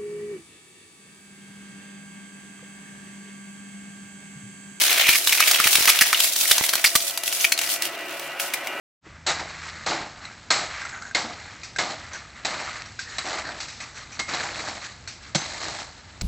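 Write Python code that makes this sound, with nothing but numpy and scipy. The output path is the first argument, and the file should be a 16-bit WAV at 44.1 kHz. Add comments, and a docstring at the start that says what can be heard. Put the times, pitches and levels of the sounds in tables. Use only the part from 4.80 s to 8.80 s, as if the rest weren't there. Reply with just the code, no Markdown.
"""A twin-shaft shredder chews up a hard plastic toy, close to the microphone.
From the start, motor and gears hum under a dense crackle of tiny fractures and clicking splinters.
In the first second the bending plastic creaks; pieces start to snap, and the cutters thud until 2.2 s.
Snaps and crackle then thin out as the toy is used up, and the gears run on, louder.
Throughout, the steel hopper and the workshop add a bright tail to the breaking plastic."""
import sys
import numpy as np
from scipy import signal
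from scipy.fft import rfft, irfft, next_fast_len
from scipy.io import wavfile
from scipy.ndimage import map_coordinates

SR = 44100
rng = np.random.default_rng(int(sys.argv[2]) if len(sys.argv) > 2 else 0)


def log_audio(samples):
    """Write samples as a 16-bit WAV file to the path given in sys.argv[1]."""
    # one column per channel
    frames = np.atleast_2d(samples).T
    # limit to full scale, then quantise
    limited = np.clip(frames, -1, 1)
    pcm = np.round(limited * 32767).astype(np.int16)
    wavfile.write(sys.argv[1], SR, pcm)


N = 176400

# Spectrum of a fracture. Each row: frequency in Hz, gain in dB.
CRACK_SPECTRUM = [(30, -26), (300, -14), (700, -7), (1300, -3), (2500, 1.5), (6200, 1.5), (6800, -2),
                  (10000, -2), (15500, -6)]
# Course of the crushing. Each row: time in seconds, relative levels of crackle and crunch in dB.
CRUSH_LEVELS = [(0, -16, -21.5), (.2, -29.5, -18), (.36, -20.5, -24.5), (.40, -26, -35), (.56, -23, -25.5),
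                (.6, -26, -23.5), (.69, -18.5, -18.5), (.79, -25, -21), (.94, -20.5, -24.5),
                (1.11, -22.5, -23), (1.37, -25.5, -26), (1.43, -20.5, -27), (1.54, -23.5, -40),
                (1.65, -19.5, -30), (1.75, -25.5, -28.5), (2.01, -29.5, -32), (2.282, -25.5, -49),
                (2.41, -42, -39.5), (2.45, -29, -51), (2.622, -22.5, -33), (2.69, -31, -48.5),
                (2.8, -49.5, -33.5), (2.82, -26.5, -27.5), (2.95, -25.5, -36), (2.985, -45, -49),
                (3.041, -30, -29), (3.16, -55, -39.5), (3.4, -40, -38.5), (3.585, -51, -43),
                (3.61, -26, -45), (3.72, -42.5, -39.5), (3.95, -49, -43.5)]
PIECE_WIDTH = 0.229  # side over middle


def amp(db):
    """Decibels to gain."""
    return 10 ** (np.asarray(db) / 20)


def unit(x):
    """x at rms 1."""
    return x / np.sqrt(np.mean(x ** 2) + 1e-20)


def along(points, hz):
    """Interpolate (Hz, value) points on a log axis."""
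    f, v = np.transpose(points)
    return np.interp(np.log(hz + 1), np.log(f + 1), v)


def curves(rows):
    """One value per sample for each column after the time."""
    times_s, *columns = np.transpose(rows)
    return [np.interp(np.arange(N) / SR, times_s, column) for column in columns]


def wobble(knots_per_s):
    """A smooth random curve."""
    return map_coordinates(rng.standard_normal(N // 40), [np.arange(N) * knots_per_s / SR], mode="wrap")


def filtered(x, response):
    """x through a complex frequency response."""
    n = x.shape[-1]
    padded = next_fast_len(n + n // 10, True)
    return irfft(rfft(x, padded) * response(np.fft.rfftfreq(padded, 1 / SR)), padded)[..., :n]


def coloured(x, spectrum):
    """Stereo x through a minimum-phase filter of the given (Hz, dB) shape."""
    size = 2048
    cepstrum = irfft(np.log(amp(along(spectrum, np.fft.rfftfreq(size, 1 / SR)))))
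    cepstrum[1:size // 2] *= 2
    cepstrum[size // 2 + 1:] = 0
    impulse = irfft(np.exp(rfft(cepstrum)))
    return signal.oaconvolve(x, impulse[None], axes=1)[:, :x.shape[1]]


def resonance(f, hz, q):
    """Response at f of one damped mode."""
    return 1j * f * hz / (hz * hz - f * f + 1j * f * hz / q)


def ringing(x, hz, q):
    """x through two equal resonances in series, at rms 1."""
    return unit(filtered(x, lambda f: resonance(f, hz, q) ** 2))


def stereo(pair, width):
    """Two unrelated signals as middle and side."""
    return np.array([pair[0] + width * pair[1], pair[0] - width * pair[1]]) / np.hypot(1, width)


def add(track, start_s, sound):
    """Mix a sound in."""
    part = track[:, round(start_s * SR):][:, :sound.shape[-1]]
    part += sound[..., :part.shape[1]]


def machine():
    """Rattling gears ring the steel gearbox, the frame drones, the loaded motor gives a rough whine."""
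    # Each row: time in seconds, levels of gears, drone and whine in dB.
    levels = [(0, -47.5, -49, -48), (2.6, -41.5, -58.5, -48), (3.15, -37.5, -45.5, -45.5),
              (3.78, -35.5, -60.5, -49), (4, -33.5, -40, -51)]
    # Gearbox noise. Each row: frequency in Hz, gain in dB.
    gear_spectrum = [(90, -35.5), (150, -21.5), (330, -3.5), (460, -7.5), (620, 3.5), (1050, -1.5),
                     (2700, -1), (3500, -13.5), (12000, -34)]
    # Steel modes rung by the meshing teeth. Each row: frequency in Hz, level against the noise in dB.
    gear_modes = [(140, -26.5), (361, -17), (561, -12.5), (1297, -13.5), (1450, -15), (1505, -12.5),
                  (1960, -8), (2385, -11.5), (2818, -9.5), (3015, -16)]
    whine_hz, bandwidth_hz, width = 676.5, 15.07, 0.104
    gears_db, drone_db, whine_db = curves(levels)
    flutter = amp(wobble(45))
    gears = flutter * unit(coloured(stereo(rng.standard_normal((2, N)), width), gear_spectrum))
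    for hz, db in gear_modes:
        gears += amp(db) * ringing(stereo(rng.standard_normal((2, N)), width), hz, q=hz / bandwidth_hz)
    drone = ringing(rng.standard_normal(N), hz=333.4, q=2.6)
    whine = np.sin(2 * np.pi * whine_hz * np.arange(N) / SR)
    whine += ringing(rng.standard_normal(N), whine_hz, q=whine_hz / bandwidth_hz)
    return amp(gears_db) * gears + amp(drone_db) * drone + amp(whine_db) * unit(whine)


def crushing():
    """Surging clumps of tiny fractures: thin edges crackle brightly, thick walls crunch lower."""
    # Thin edges. Each row: frequency in Hz, gain in dB.
    crackle_spectrum = [(30, -14), (400, -16.5), (1200, -13), (3000, 4.5), (11000, 3), (15500, -1.5)]
    # Thick walls. Each row: frequency in Hz, gain in dB.
    crunch_spectrum = [(30, -23.5), (250, -27.5), (620, -6), (1000, -8), (2200, 2.5), (3500, 0),
                       (9000, -14.5)]
    fractures_per_s, clumps_per_s, surges_per_s = 5000, 200, 40
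    crackle_db, crunch_db = curves(CRUSH_LEVELS)
    out, shared_clumps = np.zeros((2, N)), wobble(clumps_per_s)
    for db, spectrum, width in (crackle_db, crackle_spectrum, 0.936), (crunch_db, crunch_spectrum, 0.55):
        breaks = (rng.random((2, N)) < fractures_per_s / SR) * rng.standard_normal((2, N))
        clump_db = 5 * np.tanh((shared_clumps + wobble(clumps_per_s)) / 2)
        surge_db = 2 * wobble(surges_per_s)
        breaks *= amp(clump_db + surge_db)
        out += amp(db - 1.5) * unit(coloured(stereo(breaks, width), spectrum))
    return out


def fracture(length_s, hz, crack_db):
    """A crack runs as a volley of tiny breaks, hardest first, and rings the piece that gives way."""
    release_s, first_break_s, first_break_db = 0.00255, 0.000152, 5.5
    q, overtone_ratio, overtone_db = 7.43, 1.856, -25
    t = np.arange(SR // 30) / SR
    envelope = np.exp(-np.maximum(t - length_s, 0) / release_s)
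    envelope *= amp(first_break_db * np.exp(-t / first_break_s))
    noise = rng.standard_normal((3, len(t)))
    breaks = envelope * noise[:2] * np.exp(0.584 * noise[2])  # log-normal spikes
    crack = coloured(stereo(breaks, PIECE_WIDTH), CRACK_SPECTRUM)
    ring = filtered(crack.mean(axis=0),
                    lambda f: resonance(f, hz, q) - amp(overtone_db) * resonance(f, hz * overtone_ratio, q))
    return np.sqrt(np.mean(envelope ** 2)) * unit(unit(ring) + amp(crack_db) * unit(crack))


def splinters():
    """Small pieces click off: a few loud and dry, and faint random ones that follow the crackle level."""
    # Each row: start in seconds, relative level in dB.
    loud_clicks = [(.019, -11.5), (0.105, -12.5), (0.128, -10), (.182, -14), (.269, -14), (.316, -21.5),
                   (0.575, -14.5), (.640, -18.5), (0.93, -12.5), (1.055, -9), (1.443, -11.5), (1.561, -13),
                   (1.61, -14.5), (1.781, -8.5), (1.954, -11.5), (2.375, -14.5), (2.435, -17.5),
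                   (2.478, -15.5), (2.526, -16.5), (2.814, -17.5), (2.890, -20), (3.053, -18),
                   (3.396, -25.5)]
    splinter_hz, faint_per_s, longest_s = 3470, 55, 0.00265
    out, crackle_db = np.zeros((2, N)), curves(CRUSH_LEVELS)[0]
    draws = rng.random((400, 4))
    for start_s, db in loud_clicks:
        hz = splinter_hz * 2 ** rng.uniform(-1.25, 0.622)
        add(out, start_s, amp(db - 3.5) * fracture(length_s=0.0019, hz=hz, crack_db=20))
    for k, (delay, size, pitch, weakness) in enumerate(draws):
        start_s = (k + 2 * delay) / faint_per_s
        if start_s * SR < N:
            db = crackle_db[int(start_s * SR)] + 3.5 - 20 * weakness
            hz = splinter_hz * 2 ** (2 * pitch - 1)
            add(out, start_s, amp(db) * fracture(longest_s * size, hz, crack_db=0))
    return out


def creaks():
    """The wall bends and slips in quick, uneven jerks along a cutter, ringing the hollow shell."""
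    # Each row: start in seconds, length in seconds, level in dB.
    bends = [(0.223, 0.1435, -20.5), (0.569, 0.0814, -20)]
    out, slips_per_s = np.zeros((2, N)), 450
    for start_s, length_s, db in bends:
        t = np.arange(int(length_s * SR)) / SR
        rate_hz = slips_per_s * amp(4 * wobble(slips_per_s)[:len(t)])
        slips = np.diff(np.floor(np.cumsum(rate_hz) / SR), prepend=0)
        jerks = stereo(slips * rng.standard_normal((2, len(t))), PIECE_WIDTH)
        swell = np.sqrt(np.abs(np.sin(np.pi * t / length_s)))
        add(out, start_s, amp(db) * swell * ringing(jerks, hz=2438, q=3.1))
    return out


def snaps():
    """The large pieces break one by one."""
    # Each row: start in seconds, nominal length in seconds, relative level in dB,
    # pitch of the piece in Hz, relative weight of the crack in dB.
    pieces = [(0.2888, 0.00605, -6, 2484, 0.5), (0.348, 0.0149, -14.5, 2120, 1.5),
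              (0.473, 0.00292, -7.5, 3720, 6.5), (.493, 0.00132, -12.5, 2880, -4.5),
              (0.524, 0.0074, -9.5, 2150, 4), (.603, 0.00326, -6.5, 1380, 3.5),
              (0.712, 0.00407, -7.5, 4570, 14), (0.746, 0.0027, -11.5, 3340, -7.5),
              (0.8, 0.00208, -8, 1184, 1.5), (.841, 0.00345, -9.5, 2240, 2.5),
              (0.870, 0.0065, -9.5, 1640, 4.5), (0.954, 0.00388, -5.5, 2427, 8),
              (1.075, 0.004, -7, 2006, 1), (1.081, 0.0108, -12.5, 1298, 6),
              (1.092, 0.01056, -6.5, 2400, 10), (1.189, 0.00194, -8, 2860, 0),
              (1.21, 0.0142, -6.5, 1776, 3.5), (1.329, 0.00325, -8, 1308, -3),
              (1.345, 0.0036, -10.5, 2910, -19), (1.403, 0.00255, -8, 2996, 7.5),
              (1.712, 0.00554, -4.5, 3474, 7.5), (1.838, 0.00626, -14.5, 2050, 6.5),
              (1.891, 0.00333, -12, 4290, 5), (1.935, 0.00233, -10, 1546, 7),
              (2.042, 0.00892, -6, 2197, 2.5), (2.058, 0.0179, -13.5, 4660, 1.5),
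              (2.153, 0.0092, -7.5, 1197, 16.5), (2.644, 0.00673, -7.5, 2382, -2.5),
              (2.72, 0.0052, -9.5, 2380, 6), (2.721, 0.0018, -12, 4400, -10),
              (2.777, 0.0024, -16.5, 3900, 9.5), (2.789, 0.003, -13, 2760, 9.5),
              (3.022, 0.00093, -12, 2760, 12.5), (3.598, 0.00276, -16.5, 2280, 2.5),
              (3.737, 0.0055, -15.5, 2310, 5.5), (3.871, 0.0022, -20, 2150, 0)]
    out = np.zeros((2, N))
    for start_s, length_s, db, hz, crack_db in pieces:
        add(out, start_s, amp(db - 3.5) * fracture(1.01 * length_s, hz, crack_db - 1))
    return out


def thuds():
    """Each bite through thick plastic gives the cutter block a broad, dead knock with a brief shudder."""
    # Each row: start in seconds, relative level in dB, upper edge of the knock in Hz.
    bites = [(0.291, -27, 170), (.803, -33.5, 500), (.859, -26.5, 500), (0.954, -32.5, 230),
             (.985, -25.5, 800), (1.008, -26.5, 800), (1.216, -29.5, 450), (1.713, -28, 600),
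             (1.811, -20.5, 770), (2.156, -20.5, 704)]
    decay_s, shudder_db = 0.00209, -10.5
    out, t = np.zeros((2, N)), np.arange(SR // 20) / SR
    fade = np.exp(-t / decay_s)
    for start_s, db, hz in bites:
        shudder = stereo(fade * rng.standard_normal((2, len(t))), width=1)
        push = unit(t == 0) + amp(shudder_db) * unit(shudder)
        knock = filtered(push, lambda f: 1j * f / (hz / 10 + 1j * f) / (1 + 1j * f / hz) / (1 + .5j * f / hz))
        add(out, start_s, amp(db + 3.5) * np.sqrt(np.mean(fade ** 2)) * unit(knock))
    return out * amp([[-2], [1]])  # right of centre


def room(x):
    """The bright, diffuse tail of hopper and workshop, different at each ear and every third of a second."""
    # Each row: frequency in Hz, time to decay by 60 dB in seconds.
    decay_times = [(6000, 0.192), (14000, 0.05)]
    # Each row: frequency in Hz, gain in dB.
    tail_spectrum = [(200, -17), (3000, -9), (6000, -3.5), (14000, -0.5)]
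    out, block = np.zeros((2, N)), SR // 3
    for start in range(0, N, block):
        hz, t, noise = signal.stft(rng.standard_normal((2, SR // 2)), SR, nperseg=256)
        decay_per_s = np.log(1000) / along(decay_times, hz)[:, None]
        fade = np.exp(-decay_per_s * t) * np.sqrt(2 * decay_per_s / SR)  # unit energy
        tail = signal.istft(noise * fade * amp(along(tail_spectrum, hz))[:, None], SR)[1]
        add(out, start / SR, signal.fftconvolve(x[:, start:start + block], tail, axes=1))
    return out


def scene():
    """Breaking plastic in its room, over the running machine."""
    running = machine()
    plastic = snaps() + creaks() + crushing() + thuds() + splinters()
    return plastic + room(plastic) + running


def record(dry):
    """The highest peaks are rounded off and the top of the treble is cut."""
    ceiling, top_hz = 1.04, 15850
    rounded = dry / (1 + np.abs(dry / ceiling) ** 6) ** (1 / 6)
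    return filtered(rounded, lambda hz: hz < top_hz)


dry = scene()
out = record(dry)
log_audio(out)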